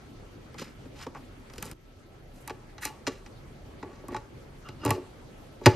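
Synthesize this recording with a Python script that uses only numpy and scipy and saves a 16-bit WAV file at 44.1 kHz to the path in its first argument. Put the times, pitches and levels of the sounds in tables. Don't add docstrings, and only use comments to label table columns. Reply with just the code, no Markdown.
import sys
import numpy as np
from scipy import signal
from scipy.fft import rfft, irfft, next_fast_len
from scipy.io import wavfile

SR = 44100
rng = np.random.default_rng(int(sys.argv[2]) if len(sys.argv) > 2 else 0)


def generate_wav(sig):
    pcm = np.round(np.clip(np.atleast_2d(sig).T, -1, 1) * 32767).astype(np.int16)
    wavfile.write(sys.argv[1], SR, pcm)


def volts_from_db(level):
    exponent = np.asarray(level, float) / 20
    return 10 ** exponent


N = 253575
T = np.arange(N) / SR
CUT_S = 1.735
SILENT_DB = -200


def rms_one(x):
    return x / np.sqrt(np.mean(x ** 2) + 1e-20)


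def at_hz(points, hz):
    point_hz, value = np.transpose(points)
    return np.interp(np.log(hz), np.log(point_hz), value)


def drift(rate_hz):
    r = np.exp(-2 * np.pi * rate_hz * 40 / SR)
    noise = rng.standard_normal(N // 40 + 2002)
    slow = signal.lfilter([1], [1, -2 * r, r * r], noise)[2000:]
    return np.interp(np.arange(N) / 40, np.arange(len(slow)), rms_one(slow))


def band(x, low_hz, high_hz):
    return signal.sosfilt(signal.butter(2, [low_hz, high_hz], "band", fs=SR, output="sos"), x)


def low_pass(x, order, cut_hz):
    return signal.sosfilt(signal.butter(order, cut_hz, fs=SR, output="sos"), x)


def ring(force, hz, t60):
    r, w = volts_from_db(-60 / (t60 * SR)), 2 * np.pi * hz / SR
    return signal.lfilter([0, np.sin(w)], [1, -2 * r * np.cos(w), r * r], force + 1e-18)


def grit(per_s, spread_db):
    sizes = volts_from_db(spread_db * np.minimum(rng.exponential(1, N), 5)) * rng.choice([-1, 1], N)
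    return rms_one(sizes * (rng.random(N) < per_s / SR))


def swells(rows):
    return sum(volts_from_db(np.array(levels_db))[:, None] * np.interp(T, [start, top, end], [0, 1, 0]) ** 1.47
               for start, top, end, *levels_db in rows)


# f/Hz, level/dB (per Hz)
HUM_COLOUR = [(24, -33), (40, -2.5), (55, -4), (151, -1.5), (174, -10.5), (244, -6.5), (319, -9), (377, -9),
              (944, -20.5), (1290, -21.5), (1570, -23.5), (1860, -24), (12800, -42), (16600, -57),
              (22000, -120)]
# f/Hz, likeness (1 = same, 0 = unrelated, -1 = opposite)
HUM_LIKENESS = [(60, 1), (180, 0.85), (550, 0.3), (1650, -0.0025), (4970, 0.33), (15000, -0.68)]
# f/Hz, width to either side/Hz, level/dB
STEADY_TONES = [(32.2, 3.1, -58), (1314, 19, -73.5), (12920, 25, -84.5)]


def hum(patchy_db):
    out, edges = 0, 26 * 2 ** np.arange(0, 9.6, .5)
    white = rng.standard_normal((2, 2, N + SR // 4))
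    for k, (low, high) in enumerate(zip(edges, edges[1:])):
        mid, side = band(white[k % 2], low, high)[:, SR // 4:]
        hz = np.sqrt(low * high)
        alike = np.clip(at_hz(HUM_LIKENESS, hz), -1, 1)
        gain = volts_from_db(at_hz(HUM_COLOUR, hz) + patchy_db * drift(9.2))
        out = out + gain * (np.sqrt(1 + alike) * mid + np.sqrt(1 - alike) * side * [[1], [-1]])
    out = low_pass(out, 8, 13400)
    base_db, drop_db, recovery_s = -49, -8, 0.44
    drop = np.exp(-np.abs(T - CUT_S) / recovery_s)
    level_db = np.where(T < CUT_S, base_db, base_db + drop_db * drop)
    tones = sum(volts_from_db(db) * rms_one(band(white[0, 0, :N], hz - width, hz + width))
                for hz, width, db in STEADY_TONES)
    return volts_from_db(level_db) * rms_one(out) + tones


# t/s, surface click level/dB, sharpness/dB (tick over click), body knock level/dB,
# height/dB (how far the knock leans to its high band)
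TOUCHES = [(0.5431, -46, -16, -44, 1.5), (0.5852, -37, -13, -57, 3.5), (0.5966, -32.5, -15, -51, -7),
           (0.6164, -52, 3, -37, -2.5), (0.8564, -53, -21, -45, -4), (1.066, -39, -17, -34, -2.5),
           (1.1487, -44, -20, -45.5, 7), (1.1648, -59, -9, -46, 5), (1.499, -43, -20, -49.5, -2),
           (1.5361, -37.5, -17, -54.5, -9.5), (1.559, -45, -9, -53, 1), (1.5812, -30, -14, -48.5, -7),
           (1.6259, -29, -2, -42.5, 8.5), (1.655, -45, 3, -45, -5.5), (1.7136, -37.5, -2.5, -45.5, 0.5),
           (2.4763, -33, -2, -41.5, 6.5), (2.4966, -31.5, -21, -42, 7.5), (2.5035, -38, -21, -38.5, -2),
           (2.7809, -36, -33, -48, 4.5), (2.827, -37, -23, -53, -4), (2.8525, -24.5, 1, -32.5, 2),
           (3.0677, -20.5, -41, -39.5, 6), (3.0722, -23, -18, -29, -5), (3.0796, -25, -17, -42, -7),
           (3.2615, -38, -27, -53.5, 2), (3.828, -38.5, -37, -33, -1.5), (4.036, -70, -13, -42.5, -3.5),
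           (4.0834, -50.5, 7.5, -33.5, 0), (4.121, -51, -14, -41, -6), (4.1455, -35, -26, -29, 2.5),
           (4.1646, -29.5, -20.5, -38.5, -0.8), (4.6873, -34.5, -20, -43, 0.2), (4.8506, -32, 3, -24, -2.5),
           (4.8603, -28, -6, -26, 0), (4.8788, -34, -16, -33, 0), (4.892, -49, 10, -26, 2.2),
           (4.9058, -20, -3.5, -22.5, 3), (5.6125, -58, -9, -39.5, -3), (5.639, -44, -25, -49, -1),
           (5.659, -5.5, -18.5, -9.5, 0), (5.6629, -11.5, -11, -14.5, 1), (5.6748, -35, -27, -50, -3.5),
           (5.7019, -38, -18, -42, -8)]


def touches():
    leak_db, click_share, between_db = -14, 0.58, -3
    rows = []
    for s, click_db, sharp_db, knock_db, high_db in TOUCHES:
        low, high = knock_db - high_db, knock_db + high_db
        between = click_share * click_db + (1 - click_share) * high + between_db
        rows.append((s, click_db, low + leak_db, low, high, between, click_db + sharp_db))
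    return rows


# start t/s, strongest t/s, end t/s, level/dB, sharpness/dB
SCRATCHES = [(0.575, 0.584, 0.75, -48.5, -13), (0.92, 1.038, 1.06, -51.5, -11.5),
             (1.15, 1.162, 1.24, -64, -14), (1.405, 1.645, 1.68, -62, -5), (1.622, 1.621, 1.82, -56.5, -4),
             (2.307, 2.366, 2.58, -73, 5), (2.805, 2.841, 2.909, -40, -5.5),
             (3.07, 3.077, 3.25, -58.5, -10), (3.828, 3.9, 4.12, -67, -22), (4.106, 4.12, 4.26, -61, -11),
             (4.802, 4.882, 5, -49, -25), (5.602, 5.66, 6.4, -56.5, -21), (5.66, 5.683, 5.23, -43.5, -16)]


def scratches():
    quiet, lower_db = SILENT_DB, -0.5
    return [(*when, db, quiet, quiet, quiet, db + lower_db, db + sharp_db)
            for *when, db, sharp_db in SCRATCHES]


# start t/s, strongest t/s, end t/s, level/dB,
# height/dB (how far the drag leans to the high knock band)
DRAGS = [(0.578, 0.584, 0.67, -64, -11), (0.926, 1.036, 1.03, -58.5, 7), (1.14, 1.152, 1.202, -56, 14.5),
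         (1.423, 1.664, 1.78, -58, -2), (1.632, 1.637, 1.66, -52, 0), (2.785, 2.834, 3.08, -59, 7.5),
         (3.07, 3.096, 3, -48, -12), (3.792, 3.835, 4.1, -52, -1.5), (4.09, 4.105, 4.19, -44, -1),
         (4.776, 4.884, 5.06, -41, -5.5), (5.584, 5.65, 5.6, -53, 1.5), (5.65, 5.652, 5.55, -36, -1)]


def drags():
    quiet, lower_db, upper_db = SILENT_DB, -5, -14
    rows = []
    for *when, db, high_db in DRAGS:
        low, high = db - high_db, db + high_db
        rows.append((*when, quiet, low + lower_db, low, high, high + upper_db, quiet))
    return rows


# t/s, level/dB
THUDS = [(0.5955, -55), (0.6164, -40), (1.5812, -51), (1.6247, -42), (1.655, -34), (1.713, -40),
         (3.0725, -39), (3.8272, -38), (4.1646, -32.5), (4.6852, -36), (4.8511, -31), (4.8782, -20),
         (4.893, -34), (4.9075, -24), (5.659, -10), (5.6643, -16), (5.6751, -20), (5.7027, -33)]


def thuds():
    return [(s, SILENT_DB, db) + (SILENT_DB,) * 4 for s, db in THUDS]


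# added to every contact, level/dB
STRIKE_DB = [9.8, 21.7, 22.54, 20.6, 18.4, 16.4]
# first touch over the chatter, level/dB
FIRST_TOUCH_DB = [8.1, 25, 23, 14.5, 18.7, 2.8]
# fading time of the lever's chatter, t60/s (the highest band dies first)
LEVER_CHATTER_S = [0.036, 0.058, 0.062, 0.055, 0.046, 0.012]


def contact_force(attack_ms):
    out = np.zeros((len(BANDS_HZ), N))
    chatter = grit(per_s=6100.0, spread_db=-0.5)
    lever_t60 = np.array(LEVER_CHATTER_S)[:, None]
    for s, *levels_db in touches() + thuds():
        i = round(s * SR)
        t = T[:min(SR // 8, N - i)]
        t60 = lever_t60 * (0.89 if s < CUT_S else 1)
        burst = chatter[i:i + len(t)] * volts_from_db(-60 * t / t60) * (1 - np.exp(-t * 1000 / attack_ms))
        burst[:, 0] = volts_from_db(FIRST_TOUCH_DB)
        burst /= np.sqrt(np.sum(burst ** 2, axis=1, keepdims=True))
        out[:, i:i + len(t)] += volts_from_db(np.add(levels_db, STRIKE_DB))[:, None] * burst
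    return out


def rub_force():
    flicker_db = 3.14 * np.array([drift(49) for _ in BANDS_HZ])
    return swells(scratches() + drags()) * grit(per_s=9000.0, spread_db=2.5) * volts_from_db(flicker_db)


# lowest f/Hz, highest f/Hz
BANDS_HZ = [(2500, 6500), (85, 220), (220, 650), (650, 1200), (1200, 2500), (6500, 13500)]


def body(modes, force, crack_db):
    out = 0
    unit = np.eye(1, SR // 2)[0]
    for push, (low, high), crack in zip(force, BANDS_HZ, crack_db):
        inside = [m for m in modes if low <= m[0] < high]

        def answer(x):
            rings = sum((-1) ** k * volts_from_db(db) * ring(x, hz, t60) for k, (hz, db, t60) in enumerate(inside))
            return band(band(rings + volts_from_db(crack) * x, low, high), .85 * low, 1.12 * high)
        out = out + answer(push) / np.sqrt(np.sum(answer(unit) ** 2))
    return out


# f/Hz, level/dB, t60/s
DRAWER_MODES = [(158, 10, 0.018), (267, 2.5, 0.052), (346, 2.5, 0.034), (564, 1, 0.031), (840, 6.5, 0.024),
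                (1130, 6.5, 0.025), (1470, 2, 0.0036), (3160, -11, 0.018), (4420, -36, 0.024),
                (5540, -1, 0.0046), (8500, -8, .006), (10300, -30, .006)]


def drawer(force):
    return body(DRAWER_MODES, force, crack_db=[27.2, 36.0, 32.8, 25.5, 27.5, 22.0])


# f/Hz, level/dB, t60/s
MACHINE_MODES = [(112, 9, 0.071), (271.5, 3.5, 0.044), (367.8, -2, 0.14), (441.5, -3, 0.077),
                 (575, 2, 0.025), (861.7, 2, 0.056), (1129, -2.5, 0.06), (1530, -5.5, 0.016),
                 (1650, -6.5, 0.021), (1980, -9, 0.026), (2498, -16, 0.084), (2865, -8, 0.059),
                 (3886, -6.5, 0.022), (4750, -48, 0.02), (6000, -31, 0.21), (7840, -8.5, 0.011),
                 (10500, -29, 0.0016)]


def machine(force):
    return body(MACHINE_MODES, force, crack_db=[26.3, 31.2, 28.8, 23.0, 34.7, 24.0])


def kitchen(x):
    low_t60, treble_t60, split_hz = 0.38, 0.17, 4300
    t = T[:SR // 2]
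    noise = rng.standard_normal((2, len(t))) * (1 - np.exp(-t / 0.0014))
    low = low_pass(noise, 1, split_hz)
    tail = low * volts_from_db(-60 * t / low_t60) + (noise - low) * volts_from_db(-60 * t / treble_t60)
    mid, side = tail / np.sqrt(np.sum(tail[0] ** 2)) * volts_from_db([[0], [-17]])
    return signal.fftconvolve(x[None], [mid + side, mid - side], axes=1)[:, :N]


# f/Hz, side level/dB
PORT_SIDE = [(100, -78), (1000, -30), (3000, -10), (6000, -4), (10000, -1.5), (16000, 1)]


def placed(x):
    swap_hz, kitchen_db = 1650, -15.5
    size = next_fast_len(N + 4096)
    hz = np.maximum(np.fft.rfftfreq(size, 1 / SR), 1)
    lead = 1j * volts_from_db(at_hz(PORT_SIDE, hz)) * np.cos(np.pi * hz / swap_hz)
    side = irfft(rfft(x, size) * lead, size)[:N]
    return x + side * [[1], [-1]] + volts_from_db(kitchen_db) * kitchen(x)


# f/Hz, t60/s
PIVOT_MODES = [(1300, 0.017), (2830, 0.03), (5050, 0.084)]
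# start t/s, strongest t/s, end t/s, then level/dB for each of the three resonances
CREAKS = [(4.639, 4.663, 4.76, -49, -55.5, -71), (4.78, 4.84, 5, -54, -54, -58),
          (4.832, 4.842, 4.852, -40, -63, -80)]


def creaks():
    slips = grit(per_s=11000.0, spread_db=1.0)
    return sum(gain * rms_one(ring(slips, hz, t60)) for gain, (hz, t60) in zip(swells(CREAKS), PIVOT_MODES))


# t/s, f/Hz, level/dB
HINGE_SQUEAK = [(5.33, 10200, -95), (5.37, 11100, -76), (5.43, 12200, -74), (5.48, 11200, -75),
                (5.529, 10000, -81)]


def squeak():
    s, hz, level_db = np.transpose(HINGE_SQUEAK)
    phase = 2 * np.pi * np.cumsum(np.interp(T, s, hz)) / SR
    gain = volts_from_db(np.interp(T, s, level_db, -150, -150) + 2.24 * drift(40))
    return gain * (np.sin(phase) + volts_from_db(-5) * np.sin(.845 * phase))


def handling():
    force = contact_force(attack_ms=0.061) + rub_force()
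    before = np.clip((CUT_S - T) / 0.00091, 0, 1)
    at_drawer = drawer(force * before)
    at_machine = machine(force * (T > CUT_S + .1)) + creaks() + squeak()
    return before * placed(at_drawer) + placed(at_machine)


def scene():
    return handling() + hum(patchy_db=2.0)


def band_limit(x):
    return signal.sosfilt(signal.butter(12, 16650, fs=SR, output="sos"), x)


def record(dry):
    heard = low_pass(dry, 6, 14200)
    mix = 1.666 * np.tanh(heard / 1.538)
    return band_limit(mix)


dry = scene()
out = record(dry)
generate_wav(out)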